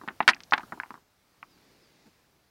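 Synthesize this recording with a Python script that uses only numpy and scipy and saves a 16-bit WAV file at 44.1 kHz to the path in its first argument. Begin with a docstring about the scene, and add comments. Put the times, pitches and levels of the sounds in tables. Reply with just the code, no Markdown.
"""Thrown stones land on a quiet rocky lake shore, over a faint hush. Each knock is a dead snap with a
low thud and a little crushed grit, scattered by the stone bed. The hardest clack rings a flat slab and
overloads the microphone as the heaviest stone grinds on; a later blow rings a boulder. Smaller bounces
follow as the stones tumble to rest. Then a soft hiss swells, a far bird whistles two falling notes,
and after each note a shoe shifts on the stones."""
import sys
import numpy as np
from scipy import signal
from scipy.fft import rfft, irfft
from scipy.io import wavfile
from scipy.ndimage import uniform_filter1d

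SR = 44100
rng = np.random.default_rng(int(sys.argv[2]) if len(sys.argv) > 2 else 0)


def unload_audio(sound):
    """Save the sound as a 16-bit wav file, at the path given as the first command line argument."""
    columns = np.transpose(np.atleast_2d(sound))
    # keep every value between -1 and 1, then stretch to whole-number steps
    steps = np.round(np.clip(columns, -1, 1) * 32767)
    wavfile.write(sys.argv[1], SR, steps.astype(np.int16))


N = 110250


def stones():
    """Impact excitation: every landing knocks, and the hardest drive the modes of large rocks."""
    # landings and bounces: start_s, level_db, pitch_hz, pitch_q, edge_hz, thud_db, scatter_db, grit_db
    knocks = [ (0.014, -20, 1170, 3.2, 1950, 1.5, -0.5, -22.5), (.036, -20.5, 840, 2.3, 1740, 4, 0.5, -21),
              (0.0773, -11.5, 950, 0.69, 2010, 1.5, 0.5, -18),
              (0.086, -7.5, 1560, 2.5, 3600, -11.5, -3, -34), (.106, -21, 1360, 1.3, 1930, 6, -2, -32),
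              (.204, -6, 1990, 7.5, 3700, -12, 3.5, -27), (0.2046, 6, 830, 2, 1500, -11, -7.5, -44),
              (0.2258, -22, 1940, 1.2, 4200, 2.5, 6, -27), (0.2782, 10, 1470, 1.5, 4360, -9.5, -1, -24),
              (0.2817, 0, 2600, 1.4, 5400, -16, -13, -38), (.2884, 11, 1600, 2.4, 4880, -40.5, -2.5, -21),
              (.294, 3, 1800, 2, 4600, -14, -5.5, -33), (0.2978, 1.5, 1690, 2.6, 5300, -9, -10.5, -7),
              (.302, -6, 2280, 2.3, 4400, -8.5, -4, -11), (0.3062, -5.5, 1220, 2.2, 2500, -17, -6, -25.5),
              (.334, -10, 2524, 5.4, 2830, -28, -3, -29), (0.347, -23, 5090, 3, 6300, -16, -11, -18),
              (0.365, -27.5, 1800, 3.3, 2483, -12, -1, -24), (0.405, -21.5, 2400, 0.8, 5500, -24, -7, -14),
              (0.4354, -24.5, 5030, 1.6, 6480, -11, -4.5, -19.5),
              (.510, -25.5, 4660, 1.6, 6300, -17, -3.5, -19), (0.5231, 7, 1010, 1.74, 2106, -16.5, -5, -33),
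              (0.5316, -2.5, 1120, 1, 2700, -23.5, 3.5, -28),
              (0.5358, 6.5, 1870, 2.15, 4400, -15, -2.5, -33), (.5374, 3, 1610, 9.9, 2920, -15, -16.5, -32),
              (.5785, -9, 1060, 0.66, 2350, -7, 1, -19), (.5805, -14, 1950, 1.24, 5850, -11, -6, -13),
              (.595, -17, 924, 2.9, 1500, -14, -1.5, -17), (.606, -21.5, 1214, 1.5, 2700, -26, 1.5, -37),
              (0.6319, -22, 1270, 2.8, 1670, -3, 4, -15.5), (0.7223, -11.5, 1090, 0.78, 2065, 0, 3, -23.5),
              (0.7746, -28, 950, 2, 1500, -1, 5.5, -33), (0.8, -4.5, 1514, 4.1, 2470, -21.5, -8, -25.5),
              (0.8342, -15.5, 2150, 1.8, 2450, -26, -12, -42),
              (.835, -16.5, 1005, 3.3, 1490, -15.5, -4, -36), (0.86, -29, 1000, 1.6, 2370, -3, -6, -26),
              (0.9061, -13.5, 1080, 4.5, 2470, -5, -5, -22), (0.9415, -19.5, 987, 2, 2010, -6.5, -5.5, -20),
              (0.954, -26, 1164, 1.5, 1767, -4, -2, -27), (.976, -32.5, 998, 1.3, 1591, 4.5, 0, -30.5),
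              (1.4286, -19, 2250, 3.3, 2800, -24, -10, -44),
              (1.429, -18, 1120, 2.5, 1600, -23.5, -6, -40.5), ]
    # modes of the slab: frequency_hz, relative_db
    slab_modes = [(609, -14), (1015, -12), (1372, 1), (1765, -2), (1946, -2), (2257, -5), (2505, -11),
                  (2750, -7), (3210, -9), (3650, -12), (4486, -10), (4750, -9)]
    # blows on the slab: start_s, level_db
    slab_blows = [(0.2789, 12), (0.2894, 0.5)]
    # modes of the boulder: frequency_hz, relative_db
    boulder_modes = [(730, -1.5), (859, 0), (1093, -1), (1432, -2), (1590, 0), (1745, -5), (2110, -5)]
    out = np.zeros(N)
    for start_s, *blow in knocks:
        add(out, start_s, knock(*blow))
    for start_s, level_db in slab_blows:
        add(out, start_s, ring(slab_modes, level_db))
    add(out, start_s=0.5365, sound=ring(boulder_modes, level_db=4.5))
    add(out, start_s=0.288, sound=crunch(length_s=0.028, level_db=-2))
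    return out


def knock(level_db, pitch_hz, pitch_q, edge_hz, thud_db, scatter_db, grit_db, size=4096):
    """A brief contact radiates a broadband pulse: snap and bed thud, with grit and reflections."""
    # decay of reflections from nearby stones: frequency_hz, t60_s
    near_decay = [(150, 0.031), (400, 0.088), (1000, 0.051), (2500, 0.022), (6000, .028), (15000, 0.017)]
    # decay of reflections from the wider beach: frequency_hz, t60_s
    far_decay = [(150, 0.33), (400, 0.39), (1000, 0.14), (2500, 0.11), (6000, .06), (15000, .05)]
    snap_low_hz, thud_low_hz, thud_top_hz, far_db = 699, 105, 410, -12
    hz = np.fft.rfftfreq(size, 1 / SR) + 1
    snap = resonance(hz, pitch_hz, pitch_q)
    snap = snap / np.hypot(1, (hz / edge_hz) ** 8) / np.hypot(1, (snap_low_hz / hz) ** 6.5)
    thud = amp(thud_db) * resonance(hz, centre_hz=270, q=1.3)
    thud = thud / np.hypot(1, (hz / thud_top_hz) ** 4) / np.hypot(1, thud_low_hz / hz)
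    pulse = unit(minimum_phase(np.hypot(snap, thud)))
    near = unit(signal.fftconvolve(pulse, scatter(near_decay)))
    far = unit(signal.fftconvolve(pulse, scatter(far_decay)))
    crack = unit(grit(size) * decay(np.arange(size) / SR, t60_s=0.018))
    out = amp(scatter_db) * (near + amp(far_db) * far)
    add(out, 0, pulse)
    add(out, 0, amp(grit_db) * crack)
    return amp(level_db) * out


def ring(modes, level_db, t60_s=0.052, rise_s=0.0004, size=8192):
    """Free vibration: a struck rock rings briefly as a sum of damped normal modes."""
    t = np.arange(size) / SR
    tones = sum(amp(db) * np.sin(2 * np.pi * (hz * t + rng.random())) for hz, db in modes)
    onset = 1 - np.exp(-(t / rise_s) ** 2)
    return amp(level_db) * unit(tones * decay(t, t60_s) * onset)


def crunch(length_s, level_db, size=4096):
    """Sliding friction: grit grinds under a moving stone and fades."""
    fade = np.clip(1 - np.arange(size) / SR / length_s, 0, 1)
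    return amp(level_db) * unit(grit(size) * fade)


def grit(size, spread_db=3.5):
    """Superposed random impulses: uneven grains of crushed sand sum to a bright noise."""
    # spectrum of crushed sand: frequency_hz, relative_db
    spectrum = [(500, -30.5), (2500, -1), (4700, 2.5), (7000, -14.5), (9200, -14), (11000, -19),
                (12000, -33), (15500, -41)]
    grains = rng.standard_normal(size) * amp(spread_db * rng.standard_normal(size))
    grain_pulse = minimum_phase(amp(log_interp(spectrum, np.fft.rfftfreq(size, 1 / SR))))
    return signal.fftconvolve(grains, grain_pulse)[:size]


def scatter(decay_times, delay_s=0.0008, size=12288):
    """Diffuse scattering: many small reflections merge, each band dying at its own rate."""
    hz, t, bands = signal.stft(rng.standard_normal(size), SR, nperseg=128)
    damped = bands * decay(t, log_interp(decay_times, hz)[:, None])
    tail = signal.istft(damped, SR, nperseg=128)[1][:size]
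    return tail * np.clip(np.arange(size) / SR / delay_s - 1, 0, 1)


def footsteps(size=4096):
    """Soft contact excites mainly low frequencies: each dull push of a shoe swells and fades."""
    # shifts of a shoe on the stones: start_s, length_s, level_db, pitch_hz
    steps = [(1.561, 0.052, -62, 203), (2.056, 0.051, -56, 222.2)]
    hz = np.fft.rfftfreq(size, 1 / SR) + 1
    out = np.zeros(N)
    for start_s, length_s, level_db, pitch_hz in steps:
        progress = np.minimum(np.arange(size) / SR / length_s, 1)
        swell = np.sin(np.pi * np.sqrt(progress)) ** 2
        dull = irfft(rfft(rng.standard_normal(size)) * resonance(hz, pitch_hz, q=1.85))
        add(out, start_s, amp(level_db) * dull / dull.std() * swell)
    return out


def bird(from_hz=5400, to_hz=4510, waver_depth=0.006):
    """Frequency modulation of a pure tone: thin, wavering whistles slide down and level off."""
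    # whistled notes: start_s, length_s, level_db
    notes = [(1.495, 0.072, -70), (1.816, .07, -69.5)]
    out = np.zeros(N)
    for start_s, length_s, level_db in notes:
        progress = np.linspace(0, 1, int(length_s * SR))
        waver = uniform_filter1d(rng.standard_normal(N), size=200)[:len(progress)]
        glide_hz = from_hz + (to_hz - from_hz) * np.sin(np.pi * progress / 2)
        pitch_hz = glide_hz * (1 + waver_depth * waver / waver.std())
        swell = np.sqrt(abs(np.minimum(2 * np.sin(np.pi * progress), 1)))
        add(out, start_s, amp(level_db) * swell * np.sin(2 * np.pi * np.cumsum(pitch_hz) / SR))
    return out


def shore():
    """Incoherent noises add in power: a faint hush and a hiss that swells over it late."""
    # spectrum of the hush: frequency_hz, relative_db
    hush_spectrum = [(20, -4), (60, -1.5), (130, -3.5), (300, -9.5), (700, -11), (1200, -12.5), (3000, -19),
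                     (5000, -19), (8000, -25), (15500, -25.5)]
    # envelope of the hush: time_s, level_db
    hush_levels = [(0, -59.5), (.35, -62), (0.679, -58), (.95, -61.5), (1.05, -68.5), (1.601, -65),
                   (2.5, -68)]
    # spectrum of the hiss: frequency_hz, relative_db
    hiss_spectrum = [(30, -20), (150, -2.5), (320, 0.5), (650, -10), (1400, -15.5), (2250, -10.5),
                     (3100, -17), (4650, -12), (6500, -19.5), (8500, -28.5), (15500, -38.5)]
    # envelope of the hiss: time_s, level_db
    hiss_levels = [(0, -82), (1.2, -80.5), (1.4, -71.5), (1.6, -65), (2.0, -65), (2.25, -72.5),
                   (2.5, -77.5)]
    hush = air(hush_spectrum, hush_levels, patchy_db=1.3)
    hiss = air(hiss_spectrum, hiss_levels, patchy_db=1.2)
    return hush + hiss


def air(spectrum, levels, patchy_db):
    """Amplitude modulation: bands of soft outdoor noise drift at random under a slow envelope."""
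    hz, _, bands = signal.stft(rng.standard_normal(N), SR, nperseg=1024)
    patches = uniform_filter1d(rng.standard_normal(bands.shape), size=10, axis=0)
    patches = uniform_filter1d(patches, size=8, axis=1)
    bands *= amp(log_interp(spectrum, hz)[:, None] + patchy_db * patches / patches.std())
    noise = signal.istft(bands, SR, nperseg=1024)[1][:N]
    envelope = amp(np.interp(np.arange(N) / SR, *np.transpose(levels)))
    return noise / noise.std() * envelope


def resonance(hz, centre_hz, q):
    """Band-pass gain of a damped resonator with quality factor q."""
    return 1 / np.sqrt(1 + (q * (hz / centre_hz - centre_hz / hz)) ** 2)


def minimum_phase(gain):
    """Minimum phase gives the sharpest-starting pulse that has this spectrum."""
    log_gain = np.log(np.maximum(gain, 1e-5))
    mirrored = np.concatenate([log_gain, log_gain[-2:0:-1]])
    spectrum = np.exp(np.conj(signal.hilbert(mirrored)))
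    return np.fft.ifft(spectrum).real[:len(gain)]


def decay(t, t60_s):
    """Exponential damping: a fall of 60 dB in t60_s."""
    return np.exp(-np.log(1000) * t / t60_s)


def amp(db):
    """Decibels as an amplitude ratio."""
    return 10 ** (np.asarray(db) / 20)


def unit(x):
    """Normalisation to unit energy."""
    return x / np.sqrt(np.sum(x ** 2) + 1e-20)


def log_interp(points, hz):
    """Interpolation on a logarithmic frequency axis."""
    point_hz, values = np.transpose(points)
    return np.interp(np.log(hz + 1), np.log(point_hz + 1), values)


def add(mix, start_s, sound):
    """Superposition: a sound joins the mix at start_s."""
    part = mix[max(round(start_s * SR), 0):][:len(sound)]
    part += sound[:len(part)]


def scene():
    """Sound pressures add: stones, bird, quiet shore and a shifting shoe, in mono."""
    return (stones() + bird() + shore() + footsteps())[None]


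def record(dry, overload=0.66, bass_cut_hz=70, cutoff_hz=16000):
    """Clipping: the hardest clack overloads the microphone; a bass cut and a band limit follow."""
    clipped = np.clip(dry, -overload, overload)
    thinned = signal.lfilter(*signal.butter(1, bass_cut_hz, "highpass", fs=SR), clipped)
    lowpass = signal.firwin(255, cutoff_hz, window=("kaiser", 9), fs=SR)
    return signal.oaconvolve(thinned, lowpass[None], "same")


dry = scene()
out = record(dry)
unload_audio(out)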